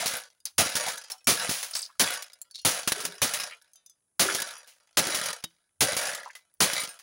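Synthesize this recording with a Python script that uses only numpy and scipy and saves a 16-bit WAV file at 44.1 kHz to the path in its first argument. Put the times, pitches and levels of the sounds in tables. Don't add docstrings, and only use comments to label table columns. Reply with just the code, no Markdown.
import sys
import numpy as np
from scipy import signal
from scipy.fft import rfft, irfft, next_fast_len
from scipy.io import wavfile
from scipy.ndimage import uniform_filter1d

SR = 44100
rng = np.random.default_rng(int(sys.argv[2]) if len(sys.argv) > 2 else 0)


def dump(signal):
    limited = np.clip(np.atleast_2d(signal).T, -1, 1)
    pcm = np.round(limited * 32767).astype(np.int16)
    wavfile.write(sys.argv[1], SR, pcm)


N = 309582
TIME = np.arange(N) / SR
TAIL = np.arange(SR * 2 // 5) / SR
TOP_HZ = 15900

# start in seconds, level in dB, crush t60 in seconds, thump in dB relative to
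# that level, rattle drive in dB, rattle hold in seconds, extra rattle fall after the hold in dB per second.
HAMMER_BLOWS = [(0.581, -3.5, 0.1, -9.5, -26.5, 0.085, 86), (1.2706, -10, .2, -2.5, -30.5, 0.17, 163),
                (1.9958, -5, 0.096, -12, -26.5, 0.13, 161.5), (2.649, -16, 0.23, -2.5, -30, 0.14, 152.5),
                (3.217, -17.5, 0.19, -5, -32, .1, 152.5), (4.195, -9, .13, -8, -27, 0.16, 109.5),
                (4.971, -4, 0.08, -11, -27.5, 0.17, 130), (5.8068, -7.5, 0.11, -8, -26.5, .12, 148),
                (6.604, -9, 0.16, -5.5, -28, 0.128, 135)]
# start in seconds, level in dB, crack t60 in seconds,
# bump in dB relative to that level, rattle drive in dB, rattle hold in seconds, extra fall in dB per second.
CASE_LANDINGS = [(0.058, -22, 0.21, -11.5, -30.5, .11, 208), (.753, -21.5, 0.15, -10.5, -29, 0.15, 122),
                 (1.492, -25.5, 0.59, 0.5, -45.5, 0.26, 90.5), (2.875, -16.5, 0.095, -9, -34.5, 0.14, 64),
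                 (3.336, -22.5, 0.13, -20.5, -31, .1, 189), (4.353, -25.5, 0.11, -23, -38, 0.14, 106),
                 (5.146, -22, .14, -14.5, -29.5, 0.16, 202), (5.966, -22.5, 0.15, -9.5, -28, 0.12, 113),
                 (6.733, -21, 0.041, -15, -27, .05, 131)]
# start in seconds, level in dB, crack t60 in seconds,
# bump in dB relative to that level.
PIECE_KNOCKS = [(0.136, -24, 0.018, -16.5), (.152, -26.5, 0.017, -30), (0.4557, -39.5, 0.14, -50),
                (0.662, -33, 0.047, 2.5), (.766, -23, .072, -10.5), (0.865, -31.5, 0.05, -14.5),
                (0.883, -26.5, 0.088, -17), (1.1, -34, 0.15, -42), (1.512, -29, 0.041, -1.5),
                (1.628, -27.5, 0.13, -40), (1.751, -29, 0.24, -20), (2.138, -25, 0.024, -36),
                (2.223, -30.5, 0.056, -42), (2.92, -14, 0.044, -13), (3.003, -30.5, 0.13, -15),
                (3.051, -21, 0.071, -20), (3.4, -30.5, .086, -30), (4.348, -18.5, 0.021, -16.5),
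                (4.401, -24, 0.034, -23), (4.419, -19.5, 0.03, -25), (4.508, -38, 0.044, -30),
                (4.674, -48.5, 0.26, -37), (5.069, -23, 0.035, -9.5), (5.258, -25, 0.072, -31),
                (5.329, -31.5, .056, -43), (5.4405, -25.5, 0.03, -9), (5.931, -27.5, .029, -4),
                (6.148, -26.5, 0.05, -54), (6.352, -42, 0.12, -36), (6.835, -28, 0.067, -12),
                (6.88, -53, 0.37, 4), (6.99, -45, 0.1, -38)]
# start in seconds, level in dB, main pitch in Hz, t60 in seconds.
SMALL_CLINKS = [(.168, -35, 11600, 0.075), (.403, -59, 4900, .07), (0.4541, -24.5, 6230, 0.03),
                (.98, -35, 6030, 0.06), (1.039, -44.5, 4940, .15), (1.118, -27.5, 5380, 0.058),
                (1.181, -55, 5460, 0.13), (1.207, -60, 2560, 0.11), (1.244, -52, 5500, 0.16),
                (1.71, -38, 9600, .043), (2.333, -43, 5000, 0.052), (2.416, -33, 7600, 0.047),
                (2.511, -47.5, 4460, 0.096), (2.545, -61, 3900, .055), (2.559, -44, 4420, .15),
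                (2.588, -47.5, 4290, 0.26), (2.615, -51, 5750, .14), (3.621, -52, 5500, .02),
                (3.734, -52, 6330, 0.075), (3.757, -51, 6130, 0.12), (3.76, -64, 3620, 0.27),
                (3.862, -47, 6070, 0.073), (3.865, -64, 3610, 0.211), (3.897, -51, 6100, 0.11),
                (4.58, -49.5, 9800, 0.063), (5.439, -29.5, 3770, 0.073), (5.438, -47, 3040, 0.16),
                (6.352, -41, 2020, 0.11), (6.54, -55.5, 10040, 0.011), (6.801, -32, 9020, 0.16),
                (6.891, -39.5, 8940, 0.15)]
# start in seconds, length in seconds, level in dB, resonance in Hz.
GRAINY_NOISES = [(0, 0.051, -34, 630), (.455, 0.031, -36, 4600), (0.588, 0.031, -23, 640),
                 (0.866, 0.027, -30.5, 840), (1.104, .07, -50.5, 850), (1.735, 0.14, -32.5, 4850),
                 (1.747, .11, -35, 7500), (1.889, 0.021, -51.5, 1190), (1.953, 0.015, -62.5, 1290),
                 (2.543, 0.075, -40, 4360), (2.96, 0.23, -46.5, 424), (3.031, 0.11, -50, 193),
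                 (3.509, 0.032, -40.5, 2330), (4.254, .2, -37.5, 371), (4.286, 0.036, -26, 1540),
                 (4.512, 0.11, -52, 1160), (4.686, .05, -62.5, 2780), (5.018, 0.19, -41, 362),
                 (5.859, 0.42, -39.5, 590), (6.02, 0.26, -39, 1850), (6.259, 0.019, -36, 1030),
                 (6.297, 0.014, -42, 1920)]
# start in seconds, rattle drive in dB, hold in seconds, extra fall after the hold in dB per second.
FURTHER_BOUTS = [(-.02, -25, 0.029, 161), (1.38, -29.5, 0.075, 177), (4.76, -65, 0.25, 87)]
# centre pitch in Hz, relative level in dB, t60 in seconds.
CASE_MODES = [(85, -13.5, 0.17), (123, -4.5, 0.087), (166, -3.5, 0.23), (230, 8, 0.062), (328, 3.5, 0.14)]
# pitch in Hz, width in Hz, relative strength in dB.
CHASSIS_MODES = [(623, 15, 3), (800, 30, -12.5), (1404, 110, 3), (1990, 150, -8), (4870, 1000, -16)]
# frequency in Hz, relative density in dB per Hz.
CRUSH_COLOUR = [(60, -31), (150, -18.5), (390, -19.5), (550, -4), (1300, 0.5), (2700, 2), (6300, 4),
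                (10000, -4.5), (16000, -7)]
# frequency in Hz, relative density in dB per Hz.
THUMP_COLOUR = [(25, -31.5), (45, -27), (75, -5.5), (130, 0.5), (260, 0), (500, -4), (900, -7.5),
                (3000, -59.5)]
# frequency in Hz, gain in dB.
PARTS_COLOUR = [(45, -29), (90, -9.5), (200, -2.5), (390, -9.5), (520, 0), (850, 0), (1400, 2.5),
                (2900, 3.5), (6200, 3), (10000, -5), (16000, -11.5)]
# frequency in Hz, relative density in dB per Hz.
AIR_COLOUR = [(25, -5), (80, 0), (250, -4.5), (1000, -12), (4000, -26), (7000, -10.5), (10000, -8),
              (16000, -36)]
# frequency in Hz, gain in dB.
MICROPHONE_RESPONSE = [(35, -8.5), (90, -2), (6500, -1.5), (8200, -3.5), (9900, 8.5), (11200, 2),
                       (12500, -4.5), (13900, -1), (14900, 2), (16000, 6.5)]

RATTLE_ATTACK_S, RATTLE_SAG_DB_PER_S = 0.015, 7.5
SETTLE_DB, SETTLE_DB_PER_S = -46.5, 39


def amp(db):
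    return 10 ** (np.asarray(db) / 20)


def unit(x):
    return x / np.sqrt(np.mean(x ** 2) + 1e-20)


def fade(t60):
    return np.exp(-np.log(1000) * TAIL / t60)


def shape(points, hz):
    f, db = np.transpose(points)
    return amp(np.interp(np.log(hz + 1), np.log(f), db))


def filtered(x, response):
    size = next_fast_len(len(x) + SR // 10)
    spectrum = rfft(x, size) * response(np.fft.rfftfreq(size, 1 / SR))
    return irfft(spectrum, size)[:len(x)]


def resonance(f, hz, width):
    return 1j * f * width / (hz * hz - f * f + 1j * f * width)


def noise(points, size):
    return unit(filtered(rng.standard_normal(size), lambda hz: shape(points, hz)))


def burst(sound, envelope):
    return unit(sound * envelope) * np.sqrt(np.mean(envelope ** 2))


def add(track, s, sound):
    part = track[round(s * SR):][:len(sound)]
    part += sound[:len(part)]


def hammer(thump_t60=0.14, thump_rise=0.0087, ring_db=-5, give=1.13):
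    out = np.zeros(N)
    onset = 1 - np.exp(-TAIL / .0008)
    thump_envelope = fade(thump_t60) * (1 - np.exp(-TAIL / thump_rise))
    for s, db, t60, thump_db, *_ in HAMMER_BLOWS:
        crushing = np.exp(-np.log(1000) * (TAIL / t60) ** give)
        crush = burst(crunch(grain_db=-2.5), crushing)
        frame = amp(ring_db) * shard(t60, spread_db=1.0, count=90)
        thump = amp(thump_db) * burst(noise(THUMP_COLOUR, len(TAIL)), thump_envelope)
        add(out, s, amp(db) * (crush + frame + thump) * onset)
    return out


def crunch(grain_db):
    knots = np.arange(0, TAIL[-1], .0005)
    grain = amp(grain_db * rng.standard_normal(len(knots)))
    return unit(noise(CRUSH_COLOUR, len(TAIL)) * np.interp(TAIL, knots, grain))


def shard(t60, spread_db, count):
    lines = np.zeros(len(TAIL) // 2 + 1, complex)
    hz = 450 + 11000 * rng.random(count) ** 1.5
    strength = amp(spread_db * rng.standard_normal(count)) / np.hypot(1, hz / 9000)
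    phase = 2 * np.pi * rng.random(count)
    lines[(hz * len(TAIL) / SR).astype(int)] = strength * np.exp(1j * phase)
    return unit(irfft(lines, len(TAIL))) * fade(t60)


def knocks(ring_db=-14):
    out = np.zeros(N)
    onset = 1 - np.exp(-TAIL / .0005)
    for s, db, t60, bump_db, *_ in CASE_LANDINGS + PIECE_KNOCKS:
        crack = burst(crunch(grain_db=2.0), fade(t60))
        ring = amp(ring_db) * shard(t60=0.58 * t60, spread_db=3.5, count=45)
        add(out, s, amp(db) * (crack + ring + amp(bump_db) * bump()) * onset)
    return out


def bump(push=0.00066, modes_db=-7, puff_db=-3):
    u = TAIL / push
    shove = unit(u * (2 - u) * np.exp(-u))
    modes = np.zeros(len(TAIL))
    for hz, db, t60 in CASE_MODES:
        pitch = hz * np.exp(0.018 * rng.standard_normal())
        modes += amp(db) * np.sin(2 * np.pi * pitch * TAIL) * fade(t60)
    puff = unit(noise(THUMP_COLOUR, len(TAIL)) * fade(0.04))
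    mixed = unit(shove + amp(modes_db) * unit(modes) + amp(puff_db) * puff)
    return mixed * np.sqrt(np.mean(fade(0.065) ** 2))


def rattle(level_db=-1.5, full_db=-31, bass_hz=380, treble_hz=7000, bass_slope=0.54, treble_slope=0.1):
    level = shaking()
    slack = np.minimum(level - full_db, 0)
    density = np.maximum(amp(slack), .07)

    def chassis(f):
        modes = sum(amp(db) * resonance(f, hz, width) for hz, width, db in CHASSIS_MODES)
        return 1 + modes / 2

    contacts = chatter(density, rate=110, size_db=18.5, clump_db=7.5, tick_db=11.0)
    parts = unit(filtered(contacts, lambda f: shape(PARTS_COLOUR, f) * chassis(f)))
    bass = filtered(parts, lambda f: 1 / (1 + (f / bass_hz) ** 6))
    treble = filtered(parts, lambda f: 1 - 1 / (1 + (f / treble_hz) ** 6))
    bass_change = bass * (amp(bass_slope * slack) - 1)
    treble_change = treble * (amp(treble_slope * slack) - 1)
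    return amp(level + level_db) * (parts + bass_change + treble_change)


def shaking():
    bouts = FURTHER_BOUTS + [(s, db, hold, fall) for s, *_, db, hold, fall in HAMMER_BLOWS + CASE_LANDINGS]
    crumbs = [(s, SETTLE_DB, 0, SETTLE_DB_PER_S) for s, *_ in HAMMER_BLOWS]
    energy = sum(shake(*bout) ** 2 for bout in bouts + crumbs)
    return 10 * np.log10(energy + 1e-12)


def shake(s, db, hold, fall):
    age = np.maximum(TIME - s, 0)
    level = db - RATTLE_SAG_DB_PER_S * age - fall * np.maximum(age - hold, 0)
    return amp(level) * (1 - np.exp(-age / RATTLE_ATTACK_S))


def chatter(density, rate, size_db, clump_db, tick_db, colour_db=4, count=14):
    out = np.zeros(N)
    knots = np.arange(0, TIME[-1], .04)
    bands = np.geomspace(400, TOP_HZ, 14)
    for _ in range(count):
        activity = amp(clump_db * rng.standard_normal(len(knots)))
        chance, sizes = rng.random((2, N))
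        hits = np.flatnonzero(chance < density * rate / SR)
        contacts = np.zeros(N)
        contacts[hits] = np.interp(TIME[hits], knots, activity) * amp(size_db * sizes[hits])
        tick = amp(tick_db) * rng.standard_normal(len(TAIL)) * fade(.022)
        piece = shard(.14, spread_db=3.5, count=40) + tick
        colour = np.column_stack([bands, colour_db * rng.standard_normal(len(bands))])
        voice = unit(filtered(piece, lambda f: shape(colour, f)))
        out += signal.oaconvolve(contacts, voice)[:N]
    return out / np.sqrt(np.abs(uniform_filter1d(out ** 2, size=1300)) + 1e-9)


def clinks(tick_db=-4, overtone_db=-2, scatter=.36, count=20):
    out = np.zeros(N)
    for s, db, hz, t60 in SMALL_CLINKS:
        others = hz * np.exp(scatter * (rng.standard_normal((count, 1)) + .5))
        sizes = rng.standard_normal((count, 1)) * (others < TOP_HZ) / np.sqrt(count)
        decays = fade(t60 * np.minimum(hz / others, 1))
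        weak = (sizes * np.sin(2 * np.pi * others * TAIL) * decays).sum(0)
        ring = np.sin(2 * np.pi * hz * TAIL) * fade(t60) + amp(overtone_db) * weak
        hiss = filtered(rng.standard_normal(len(TAIL)), lambda f: resonance(f, hz * 1.5, hz))
        tick = burst(hiss, fade(.035))
        add(out, s, amp(db) * (ring + amp(tick_db) * tick))
    return out


def grainy_noises(rate=220, size_db=4, ring_db=-3, width=.36):
    out = np.zeros(N)
    for s, length, db, hz in GRAINY_NOISES:
        stroke = np.clip(1 - (TAIL / length) ** 2, 0, 1)
        hits = (rng.random(len(TAIL)) < rate / SR) | (TAIL == 0)
        impulses = hits * stroke * amp(size_db * rng.standard_normal(len(TAIL)))
        grain = rng.standard_normal(len(TAIL)) * (fade(.02) + amp(ring_db) * fade(.08))
        grains = signal.fftconvolve(impulses, grain)[:len(TAIL)]
        sound = filtered(grains, lambda f: resonance(f, hz, width * hz) ** 2)
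        add(out, s, amp(db) * unit(sound) * np.sqrt(np.mean(stroke ** 2)))
    return out


def yard(x, wet_db=-28, t60=0.49):
    tail = rng.standard_normal(len(TAIL)) * fade(t60)
    answer = signal.oaconvolve(x, tail / np.linalg.norm(tail))[:N]
    return x + amp(wet_db) * answer


def air(level_db=-82):
    return amp(level_db) * noise(AIR_COLOUR, N)


def scene():
    debris = knocks() + clinks() + grainy_noises() + rattle()
    return (hammer() + yard(debris) + air())[None]


def record(dry, ceiling_db=-17.0, knee=4):
    x = filtered(dry[0], lambda hz: shape(MICROPHONE_RESPONSE, hz))
    level = np.sqrt(np.abs(uniform_filter1d(x ** 2, size=180)))
    limited = x / (1 + (level / amp(ceiling_db)) ** knee) ** (1 / knee)
    return filtered(limited, lambda hz: np.clip((TOP_HZ - hz) / 300 + .5, 0, 1))[None]


dry = scene()
out = record(dry)
dump(out)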